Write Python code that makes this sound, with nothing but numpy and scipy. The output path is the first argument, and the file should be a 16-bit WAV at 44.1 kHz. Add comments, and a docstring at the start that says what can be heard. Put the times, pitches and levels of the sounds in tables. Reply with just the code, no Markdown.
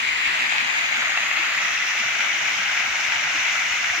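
"""A churning hiss of water, gushing from an open hydrant onto the paving of a walled yard some metres away.
Fine spray and countless drops make the hiss; larger lumps slap down, and trapped air gulps in the puddle.
Ground and walls throw the splashing back. A hand-held pair of microphones turns to face the jet during
the first second and a half, drawing it from the right to the centre. A faint rumble lies underneath."""
import sys
import numpy as np
from scipy import signal
from scipy.fft import rfft, irfft
from scipy.io import wavfile
from scipy.ndimage import uniform_filter1d, map_coordinates

SR = 44100
rng = np.random.default_rng(int(sys.argv[2]) if len(sys.argv) > 2 else 0)


def bounce(signal):
    """Save signal as a 16-bit WAV file at the path given by the first command-line argument."""
    frames = np.transpose(np.atleast_2d(signal))
    limited = np.clip(frames, -1, 1)
    pcm = np.round(limited * 32767).astype(np.int16)
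    wavfile.write(sys.argv[1], SR, pcm)


N = 176400
FRAME, HOP = 512, 128
MIC_SPACING_S = 0.000608  # sound's travel time between the microphones

# strength of the gush (time [s], relative level [dB])
GUSH_STRENGTH = [(0, -25.5), (.3, -23), (.55, -23.5), (.66, -25.5), (.77, -23.5), (.88, -24), (.98, -23.5),
                 (1.09, -24), (1.27, -25.5), (1.38, -22.5), (1.47, -24), (1.65, -23.5), (1.72, -25),
                 (2.05, -24), (2.13, -25), (2.22, -23.5), (2.32, -24.5), (3, -24), (3.14, -23.5),
                 (3.33, -24), (3.47, -23), (3.58, -24.5), (4, -25)]
# direction of the jet as the microphones turn (time [s], angle to the right [degrees])
JET_BEARING = [(0, 52), (.22, 64.5), (.45, 46), (.7, 25), (1, 13.4), (1.4, 5.78), (2.2, 3.9), (4, 1.8)]


def landing_water():
    """Fine spray and separate drops hit the paving, churning in surges and patches of splash."""
    spray_db, drops_db, drops_per_s, drop_spread_db = -4.5, -6, 3000, 3
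    churn_db, patch_db, fizz_db = 1.35, 2.0, 0.8
    fizz_hz, fizz_follows = 3860, 0.43  # the fizz on top follows the surges only in part
    sizes = amp(drop_spread_db * np.minimum(rng.exponential(1, N), 5))
    drops = sizes * rng.choice([-1, 1], N) * (rng.random(N) < drops_per_s / SR)
    spray = rng.standard_normal(N)
    hz, t, hiss = spectra(amp(spray_db) * spray + amp(drops_db) * unit(drops))
    fizz = (1 / (1 + (fizz_hz / (hz + 1)) ** 4))[:, None]
    flow = over_time(GUSH_STRENGTH, t)
    surge = flow - flow.mean() + churn_db * wander(t, slow_hz=11, fast_hz=79.8)
    swing_db = surge * (1 - fizz * (1 - fizz_follows))
    swing_db += fizz_db * fizz * wander(t, slow_hz=1.207, fast_hz=12)
    swing_db += patch_db * patches(hiss.shape, width_hz=450, length_s=0.028)
    return unit(waveform(hiss * amp(swing_db)))


def slaps():
    """Lumps of water burst on the paving, each a short puff with little treble."""
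    # the loudest slaps (time [s], relative level [dB])
    hits = [(.275, 2.5), (.506, -4), (0.524, 7), (0.582, 10), (1.174, 9), (1.312, 4), (1.371, 4.5),
            (2.153, 1), (2.206, 5.5), (2.469, -19), (3.122, 3.5), (3.483, -5), (3.844, 0)]
    gain_db, decay_s, cutoff_hz = 4, 0.0014, 3500
    out, t = np.zeros(N), np.arange(SR // 20) / SR
    lowpass = signal.butter(2, cutoff_hz, fs=SR)
    for start, db in hits:
        burst = unit(signal.lfilter(*lowpass, rng.standard_normal(len(t))))
        add(out, start, amp(gain_db + db) * burst * np.exp(-t / decay_s))
    return out


def gulps():
    """Pockets of air ring briefly in the puddle; their pitch jitters and rises a little."""
    # the loudest gulps (time [s], pitch [Hz], relative level [dB])
    loud = [(.02, 248.4, -47), (.405, 247, -46), (.465, 260, -47), (.515, 355.5, -47), (.54, 900, -35),
            (.615, 248, -43), (.97, 236, -42.5), (1.385, 337, -42), (1.995, 235, -47), (2.045, 130, -45),
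            (2.105, 117, -52), (2.41, 138, -47.5), (2.585, 185.7, -44.5), (2.83, 772, -34.5),
            (3.115, 878, -33), (3.345, 306, -43.5), (3.895, 97.5, -46), (3.925, 703, -33.5),
            (3.97, 344, -41.5)]
    gain_db, rise_s, decay_s, glide_per_s, jitter = 5.5, 0.00785, 0.023, 0.24, 0.047
    small_per_s, small_db, low_hz, high_hz = 21, -53, 70.5, 422.4
    out, t = np.zeros(N), np.arange(SR // 6) / SR
    small = [(when * N / SR, low_hz * (high_hz / low_hz) ** height, small_db + 8 * (force - .5))
             for when, height, force in rng.random((int(small_per_s * N / SR), 3))]
    envelope = (1 - np.exp(-(t / rise_s) ** 2)) * np.exp(-t / decay_s)
    for start, hz, db in list(loud) + small:
        pitch = hz * (1 + glide_per_s * t + jitter * wander(t, slow_hz=25.2, fast_hz=143, count=8))
        add(out, start, amp(gain_db + db) * envelope * np.sin(2 * np.pi * np.cumsum(pitch) / SR))
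    return out


def water_colour(water):
    """Gives the splashing its tone, which shifts as the microphones turn toward the jet."""
    # tone of the landing water (frequency [Hz], left gain [dB], right gain [dB])
    tone = [(245, -90.5, -97.5), (518, -84, -80.5), (611, -68, -69.5), (782, -65.5, -66.5),
            (1085, -63, -61.5), (1446, -56, -58.5), (1800, -54, -54), (2040, -50.5, -53.5),
            (2413, -50.5, -56.5), (2850, -56, -58), (3080, -58, -63.5), (4090, -68.5, -66),
            (4440, -71.5, -70), (5560, -73, -64), (5930, -68.5, -61), (6720, -75, -62.5), (7280, -70, -80),
            (7840, -84, -82.5), (9440, -92.5, -93.5), (12280, -93.5, -93), (13500, -83, -98.5),
            (15000, -86.5, -94)]
    # tone change with the jet fully to the side (frequency [Hz], left gain [dB], right gain [dB])
    side_tone = [(450, 14, 0), (624, -6.5, -1.5), (1014, 3.5, -1), (1390, -2, -6), (2200, 2, 1),
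                 (2950, -2, 3), (4470, 2, 3), (6300, -1.5, -6.5), (8950, 6.5, 6), (11200, -0.5, 1),
                 (14000, -3.5, 7)]
    # a narrow sizzle in the hiss, strongest midway through the turn (time [s], lift [dB])
    sizzle_lift = [(0, 3), (.4, -1), (.58, 4), (1.1, 4.5), (1.6, -4), (1.9, -6)]
    sizzle_hz, sizzle_width_hz = 6446, 130
    hz, t, z = spectra(water)
    aside = np.sin(np.radians(over_time(JET_BEARING, t)))
    colour_db = over_hz(tone, hz)[..., None] + over_hz(side_tone, hz)[..., None] * aside
    sizzle_band = np.exp(-((hz - sizzle_hz) / sizzle_width_hz) ** 2)
    colour_db += np.outer(sizzle_band, over_time(sizzle_lift, t))
    return unit(waveform(z * amp(colour_db)))


def direct_and_ground(water):
    """Direct sound and ground echo reach the left microphone later while the jet is to the right."""
    # lag of the ground echo as the microphones move (time [s], delay [s])
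    echo_delay = [(0, .00092), (.55, 0.0012), (.9, 0.001365), (1.1, 0.0015), (1.7, 0.00155), (2.15, .0014),
                  (2.85, 0.00136), (3.15, 0.0014), (4, .0014)]
    ground_db, skew_s = -6.5, .00013  # the echo arrives at a slant across the pair
    t = np.arange(N) / SR
    lag = MIC_SPACING_S * np.sin(np.radians(over_time(JET_BEARING, t)))
    echo = over_time(echo_delay, t)
    left = delayed(water, lag) + amp(ground_db) * delayed(water, lag + echo - skew_s / 2)
    right = water + amp(ground_db) * delayed(water, echo + skew_s / 2)
    return np.array([left, right])


def yard_wash(water):
    """Diffuse wash off the walls: it trails the water's power, centred in the bass and wide above."""
    wash_db, t60_s = 3.5, 0.76
    hz, _, z = spectra(water)
    power = uniform_filter1d(abs(z) ** 2, size=9, axis=0)
    feedback = amp(-60 * HOP / SR / t60_s) ** 2
    mean_power = power.mean()
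    lingering = mean_power + signal.lfilter([1 - feedback], [1, -feedback], power - mean_power)
    noise = spectra(rng.standard_normal((2, N)))[2]
    wash = stereo_pair(*noise, coherence=np.sinc(hz * 2 * MIC_SPACING_S)[:, None])
    return amp(wash_db) * unit(waveform(wash * np.sqrt(abs(lingering))))


def rumble():
    """Steady low noise of the surroundings, nearly mono."""
    # tone of the outdoor background (frequency [Hz], relative level [dB])
    tone = [(12, -42), (25, -26), (37, -24), (58, -6), (95, -1), (160, -1.5), (245, 3.5), (330, 1),
            (470, -2), (700, -19), (2000, -27.5)]
    level_db = -53
    noise = rfft(rng.standard_normal((2, N))) * amp(over_hz(tone, np.fft.rfftfreq(N, 1 / SR)))
    return amp(level_db) * unit(irfft(stereo_pair(*noise, coherence=0.84), N))


def amp(db):
    """Decibels to gain."""
    return 10 ** (np.asarray(db) / 20)


def unit(x):
    """Scales to rms 1."""
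    return x / np.sqrt(np.mean(x ** 2) + 1e-20)


def over_hz(table, hz):
    """Reads each column of a tone table on a log frequency axis."""
    f, *columns = np.transpose(table)
    return np.array([np.interp(np.log(hz + 1), np.log(f), c) for c in columns])


def over_time(table, t):
    """Reads a control curve."""
    return np.interp(t, *np.transpose(table))


def spectra(x):
    """Short-time spectra: Hz, seconds, bins x frames."""
    return signal.stft(x, SR, nperseg=FRAME, noverlap=FRAME - HOP)


def waveform(z):
    """Short-time spectra back to sound."""
    return signal.istft(z, SR, nperseg=FRAME, noverlap=FRAME - HOP)[1][..., :N]


def wander(t, slow_hz, fast_hz, count=40):
    """Random drift of rms 1 between two rates."""
    rates = np.geomspace(slow_hz, fast_hz, count)[:, None] * rng.uniform(.9, 1.1, (count, 1))
    return unit(np.sin(2 * np.pi * (rates * t + rng.random((count, 1)))).sum(0))


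def patches(shape, width_hz, length_s):
    """Random field of rms 1 with patches of the given width and length, and no slow swell."""
    across = np.fft.fftfreq(shape[0], SR / FRAME)[:, None] * width_hz
    along = np.fft.fftfreq(shape[1], HOP / SR) * length_s
    soften = np.exp(-2 * across ** 2) * abs(along) / (1 + (2 * along) ** 2)
    return unit(np.fft.ifft2(np.fft.fft2(rng.standard_normal(shape)) * soften).real)


def stereo_pair(a, b, coherence):
    """Blends two independent noises into partly alike left and right channels."""
    return np.array([a, coherence * a + np.sqrt(1 - coherence ** 2) * b])


def delayed(x, seconds):
    """Delays by a time that may change."""
    return map_coordinates(signal.resample_poly(x, 2, 1), [2 * (np.arange(N) - seconds * SR)], order=3)


def add(mix, start, sound):
    """Mixes a sound in at its time."""
    part = mix[max(round(start * SR), 0):][:len(sound)]
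    part += sound[:len(part)]


def scene():
    """The splashing water in its yard, over rumble and gulps."""
    water = landing_water() + slaps()
    in_yard = direct_and_ground(water) + yard_wash(water)
    frame_times = spectra(water)[1]
    water_db = over_time(GUSH_STRENGTH, frame_times).mean() + 2.5
    return amp(water_db) * water_colour(in_yard) + rumble() + gulps()


def record(dry):
    """A narrow band of hiss starts muffled and opens in each channel in turn; the very top is cut."""
    # the muffled band, left then right (opening time [s], gain until then [dB])
    muffling = [(2.22, -3.5), (1.61, -8.5)]
    low_hz, high_hz, cutoff_hz = 5250, 6440, 15450
    hz, t, z = spectra(dry)
    band = (hz > low_hz) & (hz < high_hz)
    dip = amp([db * np.outer(band, t < opens) for opens, db in muffling])
    lowpass = signal.firwin(511, cutoff_hz, window=("kaiser", 9), fs=SR)
    return signal.oaconvolve(waveform(z * dip), lowpass[None], "same")


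dry = scene()
out = record(dry)
bounce(out)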